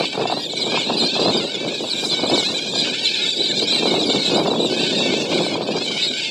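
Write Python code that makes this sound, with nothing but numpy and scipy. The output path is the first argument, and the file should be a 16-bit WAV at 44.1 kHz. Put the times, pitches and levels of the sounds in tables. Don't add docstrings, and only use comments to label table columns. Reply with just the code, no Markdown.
import sys
import numpy as np
from scipy import signal
from scipy.fft import rfft, irfft, next_fast_len
from scipy.io import wavfile
from scipy.ndimage import uniform_filter1d

SR = 44100
rng = np.random.default_rng(int(sys.argv[2]) if len(sys.argv) > 2 else 0)


def inscribe(sig):
    pcm = np.round(np.clip(np.atleast_2d(sig).T, -1, 1) * 32767)
    wavfile.write(sys.argv[1], SR, pcm.astype(np.int16))


def ratio_of_db(decibels):
    return 10 ** (np.asarray(decibels, float) / 20)


N = 278209


def colour(x, points):
    hz, db = np.transpose(points)
    size = next_fast_len(N)
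    log_hz = np.log(np.arange(1, size // 2 + 2) * SR / size)
    gain = ratio_of_db(np.interp(log_hz, np.log(hz), db))
    return irfft(rfft(x, size) * gain, size)[:N]


def unit(x):
    return x / np.sqrt(np.mean(x ** 2))


def noise(points):
    return unit(colour(rng.standard_normal(N), points))


def high_pass(x, order, cut_hz):
    return signal.sosfilt(signal.butter(order, cut_hz, "high", fs=SR, output="sos"), x)


def walk(rate_hz):
    hold = int(SR / rate_hz)
    held = np.repeat(rng.standard_normal(N // hold + 1), hold)
    slewed = uniform_filter1d(uniform_filter1d(held, hold), hold)
    return unit(slewed[:N])


def add(out, start_s, call, lag_s, bounce):
    for at_s, gain in ((start_s, 1), (start_s + lag_s, bounce)):
        i = int(at_s * SR)
        out[max(i, 0):max(i + len(call), 0)] += gain * call[max(-i, 0):max(N - i, 0)]


def machinery():
    # frequency in Hz, level in dB.
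    drone = [(40, -18), (110, 10), (200, -2.5), (400, -41.5)]
    return ratio_of_db(-48) * noise(drone)


def hand_ticks():
    # start in seconds, peak level in dB.
    ticks = [
        (0.605, -55),
        (1.0051, -60.5),
        (1.8322, -52),
        (2.0887, -57),
    ]
    decay_s, cut_hz = .0006, 7000
    out, t = np.zeros(N), np.arange(200) / SR
    for s, db in ticks:
        burst = rng.standard_normal(len(t)) * np.exp(-t / decay_s)
        add(out, s, ratio_of_db(db + 9) * burst, 0, 0)
    return high_pass(out, 2, cut_hz)


def swish():
    # frequency in Hz, level in dB.
    feathers = [(6000, -30), (9500, -1), (13000, 0), (15600, -12)]
    peak_s, width_s, level_db = 0.44, 0.085, -59
    bell = np.exp(-((np.arange(N) / SR - peak_s) / width_s) ** 4)
    return ratio_of_db(level_db) * bell * noise(feathers)


def wings(wing_db):
    # frequency in Hz, level in dB.
    rustle = [(2000, -24), (5500, 2), (8000, -10), (11000, -24), (13000, -32), (15600, -33)]
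    source, out = colour(rng.standard_normal(N), rustle), 0
    for hz in (3000, 6000, 8500, 11000, 13500):
        band = colour(source, [(hz / 1.6, -40), (hz / 1.15, 0), (hz * 1.15, 0), (hz * 1.6, -40)])
        out = out + band * ratio_of_db(3 * walk(12) + 2.8 * walk(40))
    return ratio_of_db(wing_db + 17) * unit(out)


def gusts():
    # peak in seconds, width in seconds, peak level in dB, bright edge in dB.
    swells = [(0.0, 0.057, -22.5, 4.5), (0.212, 0.015, -19.5, 9.5), (0.281, 0.19, -26, 5.5),
              (0.59, 0.97, -29, -37.5), (0.751, 0.17, -29, 4), (0.931, 0.061, -17.5, 0),
              (1.048, 0.06, -19, -3), (1.249, 0.11, -15.5, 2), (1.371, 0.23, -20.5, -8),
              (1.67, 0.12, -21.5, -7.5), (1.836, 0.044, -21, -7), (2.087, 0.28, -27.5, -0.5),
              (2.32, 0.2, -20, 0), (2.526, 0.063, -24, -0.5), (2.795, 0.3, -24.5, -8),
              (3.202, 0.16, -30.5, -9), (3.4, 0.052, -20, -35), (3.599, 0.24, -22.5, -12),
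              (3.902, 0.26, -18.5, -4.5), (4.134, 0.17, -18, -7.5), (4.355, 0.11, -16, -6),
              (4.501, 0.19, -15, -4), (4.81, 0.41, -18.5, -10.5), (5.111, 0.19, -19, -11),
              (5.388, 0.19, -17, -7), (5.678, 0.42, -20, -4.5), (6.086, 0.13, -29, -10)]
    calm_db, calm_edge_db = -34, -43
    t = np.arange(N) / SR
    low, bright = ratio_of_db(2 * calm_db), ratio_of_db(2 * (calm_db + calm_edge_db))
    for s, width_s, db, edge_db in swells:
        bell = ratio_of_db(2 * db) * np.exp(-(2 * (t - s) / width_s) ** 2)
        low = low + bell
        bright = bright + ratio_of_db(2 * edge_db) * bell
    return 10 * np.log10(low) + 1.0, 10 * np.log10(bright / low)


def slaps():
    # start in seconds, peak level in dB, ring in Hz.
    eddies = [(0.176, -8, 405), (0.197, -3.5, 553), (0.22, -4, 455), (0.255, -4, 720), (0.277, -21, 525),
              (0.299, -7, 734), (0.324, -2.5, 740), (0.372, -5.5, 537), (0.535, -10.5, 540),
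              (0.744, -3.5, 540), (0.774, -4.5, 950), (0.898, -3.5, 616), (1.164, -7.5, 665),
              (1.259, -2, 580), (2.242, -4, 530), (2.298, -7, 685), (2.759, -10, 580), (3.624, -7, 403),
              (3.856, -0.5, 534), (3.94, -4, 656), (4.102, -5.5, 410), (4.415, -2, 400), (4.478, -4, 665),
              (4.515, -0.5, 480), (4.602, -9, 490), (4.648, -3, 490), (5.139, -4.5, 472),
              (5.555, -10.5, 855), (5.609, -6, 560), (5.688, -5, 523), (0.667, -6.5, 525),
              (0.732, -16, 550), (0.905, -6.5, 880), (1.194, -0.5, 503), (1.212, -9, 596), (1.292, -6, 640),
              (1.357, -10, 406), (1.395, -26, 352), (1.543, -15, 490), (2.338, -11, 397),
              (2.377, -3.5, 540), (3.406, -14, 350), (3.831, -3, 430), (3.982, -5.5, 433), (4.627, -5, 427),
              (4.724, -3, 397), (4.78, -13, 463), (5.344, -15, 344), (5.422, -4, 363), (0.008, -4, 600),
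              (0.03, -6.5, 356), (4.325, -9, 447), (4.362, -3.5, 563), (4.38, -4, 700), (4.537, -11, 730),
              (5.302, -3.5, 323), (5.465, -5, 580), (5.58, -8, 484), (1.678, -10, 500), (1.806, -10.5, 430)]
    rise_cycles, decay_cycles = .3, 1.37
    out, t = np.zeros(N), np.arange(int(.02 * SR)) / SR
    for s, db, hz in eddies:
        cycles = t * hz
        envelope = np.exp(-cycles / decay_cycles) * np.minimum(1, cycles / rise_cycles)
        add(out, s, ratio_of_db(db + 2.5) * np.sin(2 * np.pi * cycles) * envelope, .0035, -.6)
    return colour(out, [(100, -34), (350, -9.5), (900, -3), (1800, -9), (2100, -18), (3000, -60)])


def wind(gust_db, edge_db):
    # frequency in Hz, level in dB per Hz.
    rumble_points = [(15, -65), (25, 16), (64, -21.5), (165, -2.5), (361, 1.5), (502, -3.5), (574, -4.5),
                     (647, -8.5), (900, -20.5), (1170, -33), (1980, -120)]
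    # frequency in Hz, level in dB.
    edge_points = [(500, 2), (900, 2), (1400, -11), (1950, -20), (2100, -51)]
    eddies = 1.6 * np.tanh(walk(70) / 1.6)
    rumble = noise(rumble_points) * ratio_of_db(2.26 * eddies + 0.95 * walk(25.16))
    edge = noise(edge_points) * ratio_of_db(3.3 * eddies + 11.0 * np.tanh(walk(160) / 2.2))
    rumble = ratio_of_db(gust_db - 2.5) * unit(rumble)
    edge = ratio_of_db(gust_db + edge_db - 6.0) * unit(edge)
    return rumble + edge + slaps()


def squawks(rows, waver, rasp_db, count=17):
    # frequency in Hz, level in dB.
    throat = [(600, -32.5), (1300, -5), (1600, -11), (1950, -12.5), (2150, 0), (2700, 0), (3200, -1),
              (4000, -2.5), (4800, -2), (5500, -11), (6200, -16), (8200, -22), (10000, -43), (13000, -76)]
    wobble = 1.8 * walk(34) + .85 * walk(500)
    rasp = walk(200)
    out = np.zeros(N)
    for (s, length_s, start_hz, middle_hz, end_hz, db), (a, b) in zip(rows, rng.random((len(rows), 2))):
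        u = np.linspace(0, 1, int((length_s + 0.015) * SR))
        pick = int(a * (N - len(u))) + np.arange(len(u))
        arch_hz = np.polyval(np.polyfit([0, .5, 1], [start_hz, middle_hz, end_hz], 2), u)
        hz = arch_hz * (1 + waver * wobble[pick])
        half = np.pi * (np.cumsum(hz) / SR % 1)
        pulses = np.sin((2 * count + 1) * half) / (np.sin(half) + 1e-9) - 1
        swell = np.minimum(1, np.minimum(u / 0.14, (1 - u) / 0.17))
        call = ratio_of_db(db + rasp_db * rasp[pick]) * swell * pulses / np.sqrt(2)
        add(out, s - .008, call, .00025 + .0012 * b, .7)
    return colour(out, throat)


def chirps(rows, overtone_db, warble, throb):
    # frequency in Hz, level in dB.
    beak = [(6000, -17), (7000, 4.5), (7700, 2.5), (8600, -11.5), (9700, -4.5), (11500, -18), (14000, -29)]
    hook = 0.029
    out, over = np.zeros(N), np.zeros(N)
    for (s, length_s, start_hz, end_hz, db), (a, b, c) in zip(rows, rng.random((len(rows), 3))):
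        u = np.linspace(0, 1, int((length_s + 0.00842) * SR))
        flutter = np.sin(2 * np.pi * ((60 + 200 * a) * u * length_s + b))
        glide_hz = start_hz + (end_hz - start_hz) * u ** 1.388
        hz = glide_hz * (1 + hook * (np.sin(np.pi * u) - .5) + warble * flutter)
        phase = 2 * np.pi * np.cumsum(hz) / SR
        swell = ratio_of_db(db - 7.5) * np.sin(np.pi * u) ** 0.43 * (1 + throb * flutter)
        add(out, s - .004, swell * np.sin(phase), 0.000976 + .006 * c, .4)
        overtones = np.sin(2 * phase) + ratio_of_db(-6) * np.sin(3 * phase)
        add(over, s - .004, ratio_of_db(11.6 * (c - 1.0)) * swell * overtones, .001 + .006 * c, .3)
    return out + ratio_of_db(overtone_db) * colour(over, beak)


def large_crowd():
    # frequency in Hz, level in dB.
    far_thin = [(1200, -0.5), (1950, -2.5), (2200, -1), (3300, 0), (6000, -2.5)]
    s, length, pitch, bend, arch, far = rng.random((360, 6)).T
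    s = (np.arange(len(s)) + 2 * s) / len(s) * (N / SR + .1) - .15
    hz = 730 + 210 * pitch ** 1.5
    start_hz, middle_hz, end_hz = hz * (1 - .12 * bend), hz * (1 + .07 * arch), hz * (1 - .14 * arch)
    rows = np.transpose([s, .035 + .09 * length, start_hz, middle_hz, end_hz, -14 * far])
    return colour(unit(squawks(rows, waver=.014, rasp_db=3.5)), far_thin)


def small_crowd(overtone_db):
    s, length, pitch, spread, glide, far, high = rng.random((1300, 7)).T
    s = (np.arange(len(s)) + 6 * s) / len(s) * N / SR - .04
    is_high = high < .3
    hz = np.where(is_high, 4250, 3290) + 480 * (pitch + spread)
    start_hz, end_hz = hz * (1 + 0.0348 * glide), hz * (1 - 0.231 * (glide - .3))
    length_s, db = 0.00948 + 0.02545 * length ** 2, -16 * far - 5.6 * is_high
    rows = np.transpose([s, length_s, start_hz, end_hz, db])
    return unit(chirps(rows, overtone_db, warble=.009, throb=.35))


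def crowd(squawk_db, chirp_db, overtone_db):
    large, small = large_crowd(), small_crowd(overtone_db)
    return ratio_of_db(squawk_db + 1.5) * large + ratio_of_db(chirp_db - 1.5) * small


def near_squawks():
    # start in seconds, length in seconds, peak pitch in Hz, slide start to end in %, level in dB.
    long_low = [(0.033, 0.11, 745, 2.5, -43), (0.567, 0.073, 753, -2.5, -41), (0.659, 0.095, 784, -8, -39),
                (0.683, 0.2, 776, -2.5, -44), (1.031, 0.048, 785, 4.5, -34.5),
                (1.081, 0.17, 778, 1.5, -39.5), (1.319, 0.13, 756, -11, -40.5),
                (1.57, 0.14, 775, -4.5, -42.5), (1.663, 0.13, 830, 8, -40), (2.117, 0.15, 738, -0.5, -39.5),
                (2.305, 0.15, 737, -1, -38.5), (2.554, 0.11, 784, 3.5, -39.5),
                (2.735, 0.16, 810, -5.5, -37.5), (2.922, 0.16, 756, -3, -41.5),
                (3.031, 0.25, 797, 1.5, -39.5), (3.61, 0.35, 787, 1.5, -39), (1.902, 0.17, 797, -2.5, -38),
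                (4.003, 0.3, 752, -11, -45), (4.73, 0.16, 845, -0.5, -36), (4.684, 0.26, 767, -5.5, -37),
                (5.335, 0.19, 785, -2, -40), (5.85, 0.17, 778, 2, -35), (5.926, 0.14, 739, -1, -42),
                (6.16, 0.14, 738, -2.5, -42)]
    # start in seconds, length in seconds, peak pitch in Hz, slide start to end in %, level in dB.
    short_high = [(0.201, 0.12, 880, 7.5, -40), (0.287, 0.035, 906, -10.5, -43), (0.322, 0.14, 963, 3, -39),
                  (2.446, 0.076, 913, 12, -34.5), (2.747, 0.13, 897, 5.5, -43),
                  (2.871, 0.13, 820, 2.5, -39), (3.108, 0.11, 886, -2.5, -39),
                  (3.193, 0.1, 864, 1.5, -35.5), (1.87, 0.09, 723, -3.5, -49),
                  (4.224, 0.14, 874, -0.5, -38), (4.996, 0.11, 906, 0.5, -38),
                  (5.128, 0.11, 898, 2.5, -34.5), (5.195, 0.075, 907, -6.5, -41),
                  (5.279, 0.13, 836, 10, -40.5), (5.384, 0.18, 864, -10, -37.5),
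                  (5.764, 0.074, 852, 6, -32), (5.899, 0.059, 816, -5.5, -43), (1.216, 0.099, 866, 7, -39),
                  (1.435, 0.059, 930, 4.5, -43), (1.397, 0.062, 775, -9, -49),
                  (4.158, 0.047, 914, 2.5, -39), (4.31, 0.084, 734, 3, -38), (4.427, 0.06, 729, -7, -39),
                  (5.976, 0.092, 978, -1.5, -39), (6.249, 0.057, 890, 0.5, -35)]
    arch = 0.03
    rows = []
    for s, length_s, hz, slide, db in long_low + short_high:
        start_hz, end_hz = hz * (1 - arch - slide / 200), hz * (1 - arch + slide / 200)
        rows.append((s, length_s, start_hz, hz, end_hz, db))
    return squawks(rows, waver=.011, rasp_db=3)


def near_chirps(overtone_db):
    # start in seconds, start pitch in Hz, level in dB.
    level = [(0.443, 3625, -26), (0.556, 4010, -15.5), (0.598, 4020, -17), (0.636, 3784, -17),
             (0.97, 4820, -17), (0.993, 4120, -11.5), (1.004, 3600, -13.5), (1.237, 3600, -42),
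             (1.25, 4070, -15), (1.283, 4060, -33), (2.319, 4010, -23), (2.382, 3800, -24),
             (2.451, 4060, -15), (2.745, 4240, -15.5), (2.777, 4070, -32), (3.049, 4070, -14),
             (3.215, 3800, -12), (3.274, 3820, -12), (3.438, 3780, -14.5), (3.691, 3970, -29),
             (3.748, 3967, -8), (4.099, 3654, -13.5), (4.205, 4200, -15), (4.24, 3710, -16),
             (4.267, 3760, -27), (4.593, 3800, -23), (4.628, 3930, -16), (5.999, 3930, -31),
             (6.068, 3896, -19)]
    # start in seconds, start pitch in Hz, level in dB.
    falling = [(0.782, 3580, -15.5), (1.198, 4150, -17), (1.385, 3730, -16), (1.525, 3730, -17.5),
               (1.907, 4070, -14), (2.028, 3800, -46), (2.105, 3600, -15.5), (2.118, 4150, -17),
               (2.365, 4400, -13), (2.551, 4000, -14), (3.725, 4240, -11), (4.814, 3960, -39),
               (4.997, 3860, -14), (5.116, 3930, -17), (5.453, 4130, -17.5), (5.832, 4110, -15.5),
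               (6.052, 4350, -16)]
    # start in seconds, start pitch in Hz, level in dB.
    rising = [(0.289, 3540, -22), (0.303, 3740, -15), (0.361, 3980, -18), (1.031, 4010, -12),
              (1.066, 4200, -16.5), (1.339, 3580, -15.5), (2.086, 3990, -19), (2.206, 3830, -22),
              (2.358, 3730, -28), (2.761, 3840, -18), (2.773, 3585, -29), (3.053, 3450, -22),
              (3.295, 3820, -24), (3.389, 3830, -12.5), (3.61, 4140, -14), (4.139, 3610, -22.5),
              (4.961, 3710, -16.5), (5.343, 3840, -16.5), (5.407, 3730, -24), (6.016, 3720, -19),
              (6.019, 4020, -17)]
    # start in seconds, start pitch in Hz, level in dB.
    diving = [(0.025, 4100, -24), (0.095, 3800, -37), (0.51, 7800, -31), (0.21, 2800, -32),
              (0.37, 5000, -35), (0.42, 5100, -20), (0.57, 6000, -25), (1.4, 4300, -22), (2.2, 4900, -40),
              (1.535, 2200, -43), (1.43, 7600, -36), (1.315, 6800, -31), (3.5, 1800, -25), (1.9, 4600, -13),
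              (6.8, 5600, -27)]
    # start in seconds, level in dB, start pitch in Hz.
    low_chips = [(0.4519, -8.5, 3650), (0.5646, -19, 4050), (0.616, -6.5, 4150), (0.9233, -12, 4300),
                 (0.9657, -8, 4100), (1.0485, -19.5, 4160), (1.2067, -23, 3960), (1.2446, -13, 3680),
                 (1.2935, -5, 4180), (1.3414, -15, 3740), (1.5434, -9, 3490), (1.8726, -10, 3800),
                 (2.0418, -18, 3660), (2.0971, -20, 4120), (2.2258, -8, 4110), (2.3326, -20, 4150),
                 (2.374, -19, 4300), (2.4598, -11, 3930), (2.7901, -10, 4190), (2.8659, -14, 3750),
                 (2.9871, -13, 3320), (3.049, -6.5, 3560), (3.0964, -18, 3810), (3.2241, -21, 3720),
                 (3.2809, -9, 3680), (3.3268, -7.5, 3570), (3.4111, -20, 4050), (3.4446, -15, 3780),
                 (3.4994, -16, 3930), (3.5443, -15, 3500), (3.6182, -7.5, 4170), (3.7065, -9, 3975),
                 (3.7409, -15, 4030), (3.8172, -18, 3820), (3.9968, -30, 4050), (4.0317, -17, 3620),
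                 (4.1071, -8, 3660), (4.147, -12, 3670), (4.1929, -9.5, 3990), (4.2527, -14, 3650),
                 (4.3061, -24, 3660), (4.5062, -7, 3960), (4.6034, -7.5, 3896), (4.6458, -13, 3850),
                 (4.6992, -22, 3960), (4.8314, -9, 4020), (4.9157, -13, 3660), (4.9576, -21, 3710),
                 (5.014, -10, 3630), (5.1352, -28, 3600), (5.4226, -14, 3790), (6.0038, -10, 3900),
                 (6.0332, -16, 3650), (6.0731, -6, 3870), (6.1739, -11.5, 3790)]
    # start in seconds, level in dB, start pitch in Hz.
    high_chips = [(0.2209, -22, 4760), (0.2738, -16, 4920), (0.3127, -16, 4700), (0.4269, -28, 4540),
                  (0.6045, -12, 4930), (0.7447, -25, 4680), (0.7971, -24, 4490), (0.9383, -18, 4770),
                  (0.9715, -11, 4640), (1.038, -11, 4680), (1.197, -10, 4820), (1.228, -17, 4840),
                  (1.283, -19, 4870), (1.3718, -6.5, 4880), (1.7564, -18, 4630), (2.0133, -23, 4810),
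                  (2.291, -10.5, 5100), (2.369, -14, 4750), (2.4947, -31, 4820), (2.7945, -13, 4970),
                  (2.9841, -29, 4660), (3.029, -9, 4660), (3.0909, -13, 4640), (3.253, -8.5, 4650),
                  (3.322, -9, 4750), (3.3623, -13, 4780), (3.4308, -9, 4740), (3.7197, -9.5, 4840),
                  (3.931, -29, 4680), (4.0622, -32, 4910), (4.128, -13, 4790), (4.4737, -19, 4760),
                  (4.6648, -26, 4720), (4.7132, -11, 4530), (4.784, -15, 4600), (4.938, -23, 4750),
                  (5.447, -22, 4840), (5.6665, -32, 4770), (6.0207, -20, 4440), (6.0611, -19, 4450)]
    kinds = ((0.0314, -0.0095, level), (0.0327, -0.084, falling), (0.038, 0.0454, rising), (0.03, -0.19, diving))
    rows = []
    for length_s, slide, calls in kinds:
        rows += [(s, length_s, hz, hz * (1 + slide), db) for s, hz, db in calls]
    chip_s, chip_slide = 0.01695, -0.0666
    rows += [(s, chip_s, hz, hz * (1 + chip_slide), db - 6.5) for s, db, hz in low_chips + high_chips]
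    return chirps(rows, overtone_db, warble=.008, throb=.4)


def scatter(x, wet_db, t60_s):
    t = np.arange(int(t60_s * SR)) / SR
    tail = rng.standard_normal(SR)[:len(t)] * np.exp(-t * np.log(1000) / t60_s)
    return x + ratio_of_db(wet_db) * signal.fftconvolve(x, tail / np.linalg.norm(tail))[:N]


def scene():
    # time in seconds, level in dB.
    large = [(0.0, -24.5), (0.23, -35), (0.68, -36.5), (0.72, -28.5), (0.91, -28), (1.12, -30), (1.93, -36),
             (2.49, -31), (2.71, -32), (2.91, -28.5), (4.32, -32), (4.62, -39), (4.81, -29), (5.06, -27.5),
             (5.17, -27.5), (5.69, -33.5), (5.82, -28.5), (6.31, -26)]
    # time in seconds, level in dB.
    small = [(0.0, -19), (0.07, -33), (1.26, -22.5), (1.62, -33), (2.14, -20), (2.32, -26.5), (2.34, -19),
             (2.71, -29.5), (2.79, -19), (2.97, -33.5), (3.06, -22.5), (4.36, -21.5), (4.43, -29),
             (5.01, -23.5), (5.2, -30.5), (5.97, -33), (6.03, -20.5), (6.31, -44)]
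    # time in seconds, wing rustle in dB.
    beats = [(0, -64), (.2, -69), (.44, -68.5), (.6, -63.5), (1.4, -64.5), (1.6, -67), (2.05, -53),
             (2.25, -64.5), (2.37, -53), (2.6, -60), (2.8, -57.5), (3.0, -62.5), (4.3, -58), (4.57, -65),
             (4.9, -59), (5.52, -62), (5.63, -74), (5.85, -60)]
    t = np.arange(N) / SR
    squawk_db, chirp_db, wing_db = (np.interp(t, *np.transpose(c)) for c in (large, small, beats))
    close_db = wing_db - chirp_db
    overtone_db = -11.5 + .55 * (close_db - close_db.mean())
    birds = near_squawks() + near_chirps(overtone_db) + crowd(squawk_db, chirp_db, overtone_db)
    air = scatter(birds, wet_db=-18, t60_s=.18) + wings(wing_db) + wind(*gusts())
    return (air + swish() + machinery() + hand_ticks())[None]


def roll_off(x):
    return signal.sosfilt(signal.butter(12, 15670, fs=SR, output="sos"), x)


def record(dry):
    low_cut_hz, hiss_db = 141, -92
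    cut = high_pass(dry, 3, low_cut_hz)
    cut = cut + ratio_of_db(hiss_db) * rng.standard_normal(dry.shape)
    soft = 1.2 * np.tanh(.85 * cut)
    return roll_off(soft)


dry = scene()
out = record(dry)
inscribe(out)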